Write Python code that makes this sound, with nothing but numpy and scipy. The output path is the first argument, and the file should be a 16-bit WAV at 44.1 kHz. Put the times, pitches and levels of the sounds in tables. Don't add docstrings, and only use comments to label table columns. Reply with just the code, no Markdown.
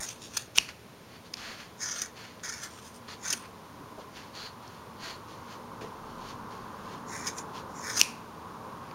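import sys
import numpy as np
from scipy import signal
from scipy.fft import rfft, irfft
from scipy.io import wavfile
from scipy.ndimage import uniform_filter1d

SR = 44100
rng = np.random.default_rng(int(sys.argv[2]) if len(sys.argv) > 2 else 0)


def int16_out(signal):
    q = np.round(np.clip(np.atleast_2d(signal).T, -1, 1) * 32767)
    wavfile.write(sys.argv[1], SR, q.astype(np.int16))


N = 394510

# (full force from [s], rise [s], hold [s], fall [s], force [dB],
# low modes [dB], body modes [dB], high modes [dB], factor on the blade modes [ratio])
CUT_STROKES = [(0.001, .003, 0.043, 0.0263, -38, -7, -8.5, -5, 1.03),
               (0.092, .09, 0.0027, 0.077, -40.5, -14, -3.5, -4.5, 0.92),
               (0.237, 0.0654, .003, 0.11, -46.5, -16, -2.5, -9, 0.99),
               (0.363, .07, 0.025, 0.077, -41.5, -7.5, -1.8, -5, 0.92),
               (0.559, 0.014, 0.026, .006, -39.5, -11, 1, -8.5, 0.93),
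               (1.816, 0.0357, 0.12, 0.044, -37, -6, -10, -14.5, 0.95),
               (1.961, 0.049, 0.077, 0.059, -39.5, -4.5, -6.5, -10, 0.952),
               (2.437, .012, 0.095, 0.15, -39.5, -3, -7, -12, 0.94),
               (2.643, 0.071, .003, 0.072, -43.5, 0.1, -2, -2.5, 0.893),
               (2.72, 0.053, 0.0655, 0.116, -56.5, -1, -1, -1.5, 0.88),
               (2.854, .07, 0.024, .06, -53, -7, -4, -1, 0.907),
               (2.95, 0.036, 0.0188, .03, -56, -7, -6, -0.5, 0.9),
               (3.26, .06, 0.08, .012, -38.5, -4, -6.5, -12.5, 1),
               (3.341, .01, .003, .11, -46.5, -3, -4.4, 0.5, .95),
               (7.085, .03, 0.034, 0.054, -49, -5, -12, -14, 1.04),
               (7.129, .05, 0.133, .02, -45.5, 0, -6.5, -8.5, 1.01),
               (7.283, 0.032, 0.0024, 0.05, -34.5, -2, -9, -12, .97),
               (7.382, .04, .003, .055, -42.5, -4.5, -10, -9.5, 1.05),
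               (7.766, 0.029, .02, 0.076, -47.5, -9.5, -16.5, -19.5, 1.06),
               (7.897, 0.152, .003, .09, -38, -1.5, -8, -7.5, .99),
               (7.975, 0.076, .003, .02, -30.5, -8.5, -9, -9, 0.94)]
# (time [s], level [dB], length [s], body and high modes [dB])
GRITTY_BURSTS = [(0.368, -25, 0.015, -5.5), (0.566, -36, 0.0075, -1), (0.576, -32, 0.0088, 6),
                 (1.335, -39, 0.0098, -9.5), (1.823, -35, 0.043, -15), (1.91, -34.5, 0.025, -16.5),
                 (1.985, -37.5, 0.013, -15), (2.016, -28, 0.014, -8.5), (2.455, -41.5, 0.006, -10),
                 (2.49, -35.5, 0.019, -13), (2.631, -40.5, 0.03, -6), (3.248, -38, 0.0122, -14.5),
                 (3.277, -35, 0.02, -7), (3.302, -26, 0.016, -11), (3.326, -24, 0.014, -6),
                 (7.266, -31, 0.03, -10), (7.382, -37, 0.017, -10), (7.897, -38, 0.022, -16),
                 (7.975, -27, 0.022, -9), (7.992, -24, 0.0173, -7), (7.998, -30, 0.024, -2.5)]
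# (frequency [Hz], width [Hz], level within its group [dB])
BLADE_MODES = [(1582, 190, -3), (1904, 650, 7), (2274, 220, -2.5), (2827, 850, 4.5), (3628, 1313, 11),
               (4590, 370, 5.5), (5630, 798, 2.5), (6314, 394, -1.5), (6678, 950, 5), (8340, 430, 2),
               (9410, 640, 0.5), (10120, 640, 1), (11350, 1520, -3.5), (13000, 4000, -1),
               (15300, 1200, -19)]
# (full level from [s], rise [s], hold [s], fall [s], level [dB],
# brightness [dB: band round 2130 Hz lowered, the rest raised], hollow ring [dB])
SLIDES_AND_TAILS = [(0.597, .006, .003, 0.132, -44.5, 0, -3.5),
                    (0.689, .013, .003, 0.039, -41.5, 0.5, -19.5),
                    (1.122, 0.084, .05, .035, -54.5, 0.1, -10), (1.262, 0.041, .003, .045, -55.5, 3.5, -10),
                    (1.372, .008, .03, .05, -47, 2.5, -12), (1.43, .09, .09, 0.154, -43, .8, -14),
                    (1.6, 0.0538, .003, .13, -45, 0.8, -16), (2.168, 0.0231, .08, 0.16, -48, 1.2, -12.5),
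                    (3.086, .016, 0.0527, 0.041, -45.5, 3, -8.5),
                    (3.455, .12, .003, .025, -50.5, -1, -15.5), (4.012, 0.064, .003, 0.036, -58.5, 7, -11),
                    (4.166, 0.051, .003, 0.182, -46.5, 2, -14.5), (4.358, .03, 0.11, 0.0555, -46, 3, -2.5),
                    (4.629, 0.022, 0.13, 0.16, -58.5, 3, -10.5), (5.034, .06, 0.072, .09, -43, 3, -7),
                    (5.289, 0.0374, 0.033, 0.22, -55.5, 4, -13.5),
                    (5.524, 0.1, .003, 0.082, -48.5, 2.5, -13.5), (5.813, .01, .003, 0.129, -47, 1.37, -28),
                    (6.124, 0.217, .003, .025, -63, 7, -8), (6.301, 0.21, .01, 0.065, -49.5, 4.5, -14),
                    (6.508, 0.018, .01, 0.33, -54, 2, -15.5), (6.935, 0.32, .003, 0.112, -51.5, 3, -24),
                    (7.556, 0.046, 0.038, 0.047, -48.5, 4, -16),
                    (8.02, 0.00316, .003, 0.205, -48.5, 1.5, -7.5), (8.861, .15, .05, .05, -65, -7, -7)]
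# (frequency [Hz], density [dB per Hz])
WOOL_SPECTRUM = [(530, -8), (900, -3.5), (1620, 2), (3430, -3.5), (3820, -7.5), (4360, -7.5), (6640, -9.5),
                 (7860, -16), (9420, -22), (16000, -30.5)]
# (time [s], level [dB], low modes [dB], high modes [dB], after-ring [dB],
# factor on pitch [ratio])
STEEL_CONTACTS = [(.5793, -24, 4, -18, -38, 1.13), (0.584, -1.5, 2.5, -28, -41.5, 0.975),
                  (0.689, -28, -1, -17, -35.5, 0.82), (0.794, -43, -9, -20, -40, 0.85),
                  (1.3375, -31, -20, -15, -45, .92), (1.3397, -15.5, -11, -26.5, -50.5, 0.84),
                  (1.3426, -27, -15, -20, -35, 0.8), (1.37, -29, -11, -25, -42.5, .9),
                  (1.3808, -34, -8, -25, -40, 0.85), (1.397, -28.5, -8.5, -25, -40, 0.85),
                  (2.396, -34, -5.5, -25, -40, 0.6), (2.403, -36.5, -8, -25, -40, .75),
                  (3.3348, -23.5, 7.5, -15, -35, 0.98), (4.352, -35, 0, -28, -40, 1.08),
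                  (4.678, -33, -20, -25, -40, 0.94), (5.163, -40, -15, -15, -40, 1.3),
                  (8.0064, -32.5, 14.5, -10, -40, 0.85), (8.0137, 2, -2, -11.5, -40, 0.96),
                  (8.028, -28, -6, -12, -40, 0.706), (8.033, -18, -16, -6, -38, 0.83),
                  (8.912, -33.5, -2.5, -20, -38, 0.79)]
# (frequency [Hz], level [dB], t60 of a 0 dB tick [s])
STEEL_MODES = [(830, -53, 0.0023), (1600, -61, 0.0046), (2700, -16.5, 0.0184), (2915, 0.5, 0.0078),
               (4820, -2.5, 0.0049), (5920, 7, 0.0039), (7340, 3, 0.00294), (8970, 6.5, 0.0041),
               (10800, 0.5, 0.0032), (14000, 7, 0.0028)]
# (frequency [Hz], density [dB per Hz])
FIZZ_SPECTRUM = [(1500, -32), (3500, -6), (4800, 2), (7000, 0), (10000, -5), (16000, -21)]
# (time [s], level [dB], pitch [Hz], t60 [s])
LOW_KNOCKS = [(0.013, -38, 845, 0.091), (0.577, -24, 930, 0.036), (0.586, -31, 197, 0.04),
              (3.332, -28, 330, 0.035), (3.796, -43.5, 277, 0.49), (3.975, -39, 540, 0.167),
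              (5.81, -33, 400, 0.12), (5.838, -32, 454, 0.071), (8.013, -31, 300, 0.0316)]
# (frequency [Hz], density [dB per Hz])
ROAD_SPECTRUM = [(12, -45), (20, -27), (81, -8.5), (114, -12), (167, -1.5), (226, -0.5), (265, -6.5),
                 (440, -4.5), (672, -9.5), (1030, 5), (1340, -6), (1570, -9), (2500, -41), (3250, -52),
                 (5500, -120)]
# (time [s], level [dB])
ROAR_LEVEL = [(0, -57), (.6, -69), (1.6, -59.5), (2.8, -57.5), (3.3, -53), (4.4, -53), (6.0, -47),
              (7.1, -44.5), (7.8, -45), (8.2, -49), (8.95, -45.5)]
# (time [s], level [dB])
DEEP_LEVEL = [(0, -70.5), (1.6, -83), (2.8, -77), (3.5, -75), (5.2, -77), (6.1, -57), (7.3, -69.5),
              (8.95, -71)]
# (frequency [Hz], width [Hz], level [dB])
RUMBLE_MODES = [(238.2, 16.6, -9.5), (291, 19, -12), (440, 23, -11), (533.05, 30, -15)]
# (frequency [Hz], density [dB per Hz])
HISS_SPECTRUM = [(180, -26), (300, -19), (636, -9.5), (790, -12.5), (2190, -16.5), (2590, -18), (3380, -19),
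                 (6810, -23.5), (7910, -25.5), (13500, -30), (16200, -32)]

SWING_DB = 22
BEND = 1.1
SOFT_SHARE, LEAD_SHARE = 0.16, 0.15
PITCH_DRIFT, LEAD_PITCH = 0.02, 0.0015
TOP_UNDER_DB = 8.5
CRUNCH_PITCH = 0.9381
HOLLOW_HZ, HOLLOW_WIDTH_HZ = 4410, 860
DECAY_DB_PER_STEP = 73
RING_HZ, RING_WIDTH_HZ, RING_T60_S = 2550, 450, 0.47
ROOM_DB, ROOM_T60_S, ROOM_TOP_HZ = -24, 0.3, 5000
RUMBLE_DB, RUMBLE_UNDER_DB = -56.5, 4
DRONE_DB, DRONE_UNDER_DB = -62, 15
DRONE_HZ, DRONE_WIDTH_HZ, DRONE_MODE_DB = 112.9, 18, -1.5
HISS_DB = -55.5
DIP_HZ, DIP_WIDTH_HZ, DIP_DEPTH = 7840, 1000, 0.86
FULL_SCALE, EDGE_HZ = 0.95, 15900


def cut(full_s, rise, hold, fall, force_db, low_db, body_db, high_db, factor):
    s, shape_db = stroke(full_s, rise, hold, fall)
    count = len(shape_db)
    climbing = s + np.arange(count) / SR < full_s
    soft_db = np.where(climbing, LEAD_SHARE, -SOFT_SHARE) * shape_db
    drift = PITCH_DRIFT * wander(count, size=3000)
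    factor = factor + drift - LEAD_PITCH * climbing * shape_db
    clumps = gain_of(2.0 * wander(count, size=150))
    drive = clumps * grit(count, per_s=12000, spread_db=2.0)
    groups_db = [db + soft_db for db in (low_db, body_db, high_db, high_db - TOP_UNDER_DB)]
    rung = blades(drive, *groups_db, factor)
    return s, gain_of(force_db + shape_db) * rung * signal.windows.tukey(count, 0.15)


def crunch(level_db, length, side_db):
    u = np.arange(0, length, 1 / SR) / length
    drive = grit(len(u), per_s=16000, spread_db=1.5)
    swell = np.sin(np.pi * u ** 0.46)
    return gain_of(level_db) * swell * blades(drive, -12, side_db, side_db, side_db - 6.0, CRUNCH_PITCH)


def blades(drive, low_db, body_db, high_db, top_db, factor):
    rung = []
    for hz, width, db in BLADE_MODES:
        waver_db = 1.8 * wander(len(drive), size=2500)
        rung.append(gain_of(db + waver_db) * evened(resonate(drive, hz * factor, width)))
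    groups = [evened(sum(rung[k:k + 3])) for k in range(0, len(rung), 3)]
    groups_db = (low_db, body_db, 0, high_db, top_db)
    return sum(gain_of(db) * group for db, group in zip(groups_db, groups))


def slide(full_s, rise, hold, fall, level_db, bright_db, hollow_db):
    s, shape_db = stroke(full_s, rise, hold, fall)
    drive = grit(len(shape_db), per_s=16000, spread_db=1.2)
    rub = coloured(drive, WOOL_SPECTRUM)
    dull = resonate(rub, 2130, 3400)
    rub = dull * gain_of(-bright_db) + (rub - dull) * gain_of(bright_db)
    hollow = gain_of(hollow_db) * evened(resonate(drive, HOLLOW_HZ, HOLLOW_WIDTH_HZ))
    return s, gain_of(level_db + shape_db) * (rub + hollow) * signal.windows.tukey(len(drive), 0.15)


def snap(level_db, low_db, high_db, ring_db, pitch):
    t = np.arange(SR // 2) / SR
    decay = 2 ** (level_db / DECAY_DB_PER_STEP)
    group_db = [low_db] * 4 + [0] * 3 + [high_db] * 3
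    tick = 0
    for side_db, (hz, mode_db, t60) in zip(group_db, STEEL_MODES):
        fade_db = -60 * t / (t60 * decay)
        tick = tick + gain_of(side_db + mode_db + fade_db) * np.sin(2 * np.pi * hz * pitch * t)
    contact = 1 - np.exp(-(t / 0.000423) ** 2)
    ring = evened(resonate(rng.standard_normal(len(t)), RING_HZ, RING_WIDTH_HZ))
    ring = gain_of(-60 * t / RING_T60_S) * ring
    fizz = gain_of(2.0 - 60 * t / 0.342) * coloured(rng.standard_normal(len(t)), FIZZ_SPECTRUM)
    after = gain_of(ring_db) * (ring + fizz) * (1 - np.exp(-t / 0.00184))
    return gain_of(level_db) * (contact * tick + after)


def knock(level_db, hz, t60):
    t = np.arange(8000) / SR
    thud = evened(resonate(rng.standard_normal(len(t)), hz, 0.754 * hz))
    return gain_of(level_db - 60 * t / t60) * thud * (1 - np.exp(-t / 0.0036))


def room(near):
    t = np.arange(SR // 2) / SR
    tail = rng.standard_normal(len(t)) * gain_of(-60 * t / ROOM_T60_S) * (t > 0.006)
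    tail = signal.lfilter(*signal.butter(1, ROOM_TOP_HZ, fs=SR), tail)
    return gain_of(ROOM_DB) * signal.fftconvolve(near, tail / np.linalg.norm(tail))[:N]


def traffic():
    t = np.arange(N) / SR
    roar = gain_of(np.interp(t, *np.transpose(ROAR_LEVEL)))
    rumble = np.hypot(gain_of(RUMBLE_DB), roar / gain_of(RUMBLE_UNDER_DB))
    drone = np.hypot(gain_of(DRONE_DB), roar / gain_of(DRONE_UNDER_DB))
    deep = gain_of(np.interp(t, *np.transpose(DEEP_LEVEL)))
    road = coloured(rng.standard_normal(N), ROAD_SPECTRUM)
    under_680, under_125, under_66, under_42 = (
        signal.sosfiltfilt(signal.butter(4, hz, fs=SR, output="sos"), road) for hz in (680, 125, 66, 42))
    boom = sum(gain_of(db) * evened(resonate(rng.standard_normal(N), hz, width))
               for hz, width, db in RUMBLE_MODES)
    mode = evened(resonate(rng.standard_normal(N), DRONE_HZ, DRONE_WIDTH_HZ))
    sound = roar * evened(road - under_680)
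    sound += rumble * (evened(under_680 - under_125) + boom)
    sound += drone * (evened(under_125 - under_66) + gain_of(DRONE_MODE_DB) * mode)
    return sound + deep * evened(under_42)


def hiss():
    return gain_of(HISS_DB) * coloured(rng.standard_normal(N), HISS_SPECTRUM)


def grit(count, per_s, spread_db):
    size = rng.exponential(1, count)
    when = rng.random(count)
    sign = rng.standard_normal(count)
    return evened(gain_of(spread_db * np.minimum(size, 5)) * sign * (when < per_s / SR))


def stroke(full_s, rise, hold, fall):
    rise, hold, fall = np.maximum((rise, hold, fall), 1e-3)
    start = max(full_s - 1.5 * rise, 0)
    t = np.arange(start, full_s + hold + 1.5 * fall, 1 / SR) - full_s
    away = np.maximum(np.maximum(-t / rise, (t - hold) / fall), 0)
    return full_s + t[0], -SWING_DB * away ** BEND


def wander(count, size):
    noise = rng.standard_normal(count + size)
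    return evened(uniform_filter1d(uniform_filter1d(noise, size), size))[:count]


def resonate(x, hz, width):
    turn = np.exp(2j * np.pi * np.cumsum(hz * np.ones(len(x))) / SR)
    r = np.exp(-np.pi * width / SR)
    once = signal.lfilter([1 - r], [1, -r], x / turn)
    return 2 * (turn * signal.lfilter([1 - r], [1, -r], once)).real


def coloured(x, points):
    f, db = np.transpose(points)
    hz = np.fft.rfftfreq(len(x), 1 / SR)
    curve = gain_of(np.interp(np.log(hz + 1), np.log(f + 1), db))
    return evened(irfft(rfft(x) * curve, len(x)))


def gain_of(db):
    return 10 ** (np.asarray(db) / 20)


def evened(x):
    return x / np.sqrt(np.mean(x ** 2) + 1e-20)


def add(mix, s, sound):
    part = mix[max(round(s * SR), 0):][:len(sound)]
    part += sound[:len(part)]


def scene():
    near = np.zeros(N)
    for play, strokes in ((cut, CUT_STROKES), (slide, SLIDES_AND_TAILS)):
        for row in strokes:
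            add(near, *play(*row))
    for play, events in ((crunch, GRITTY_BURSTS), (snap, STEEL_CONTACTS), (knock, LOW_KNOCKS)):
        for s, *settings in events:
            add(near, s, play(*settings))
    return (near + room(near) + traffic() + hiss())[None]


def record(dry):
    spot = signal.lfilter(*signal.iirpeak(DIP_HZ, DIP_HZ / DIP_WIDTH_HZ, SR), dry)
    heard = np.clip(dry - DIP_DEPTH * spot, -FULL_SCALE, FULL_SCALE)
    band = signal.firwin(511, EDGE_HZ, window=("kaiser", 9), fs=SR)
    return signal.oaconvolve(heard, band[None], "same")


dry = scene()
out = record(dry)
int16_out(out)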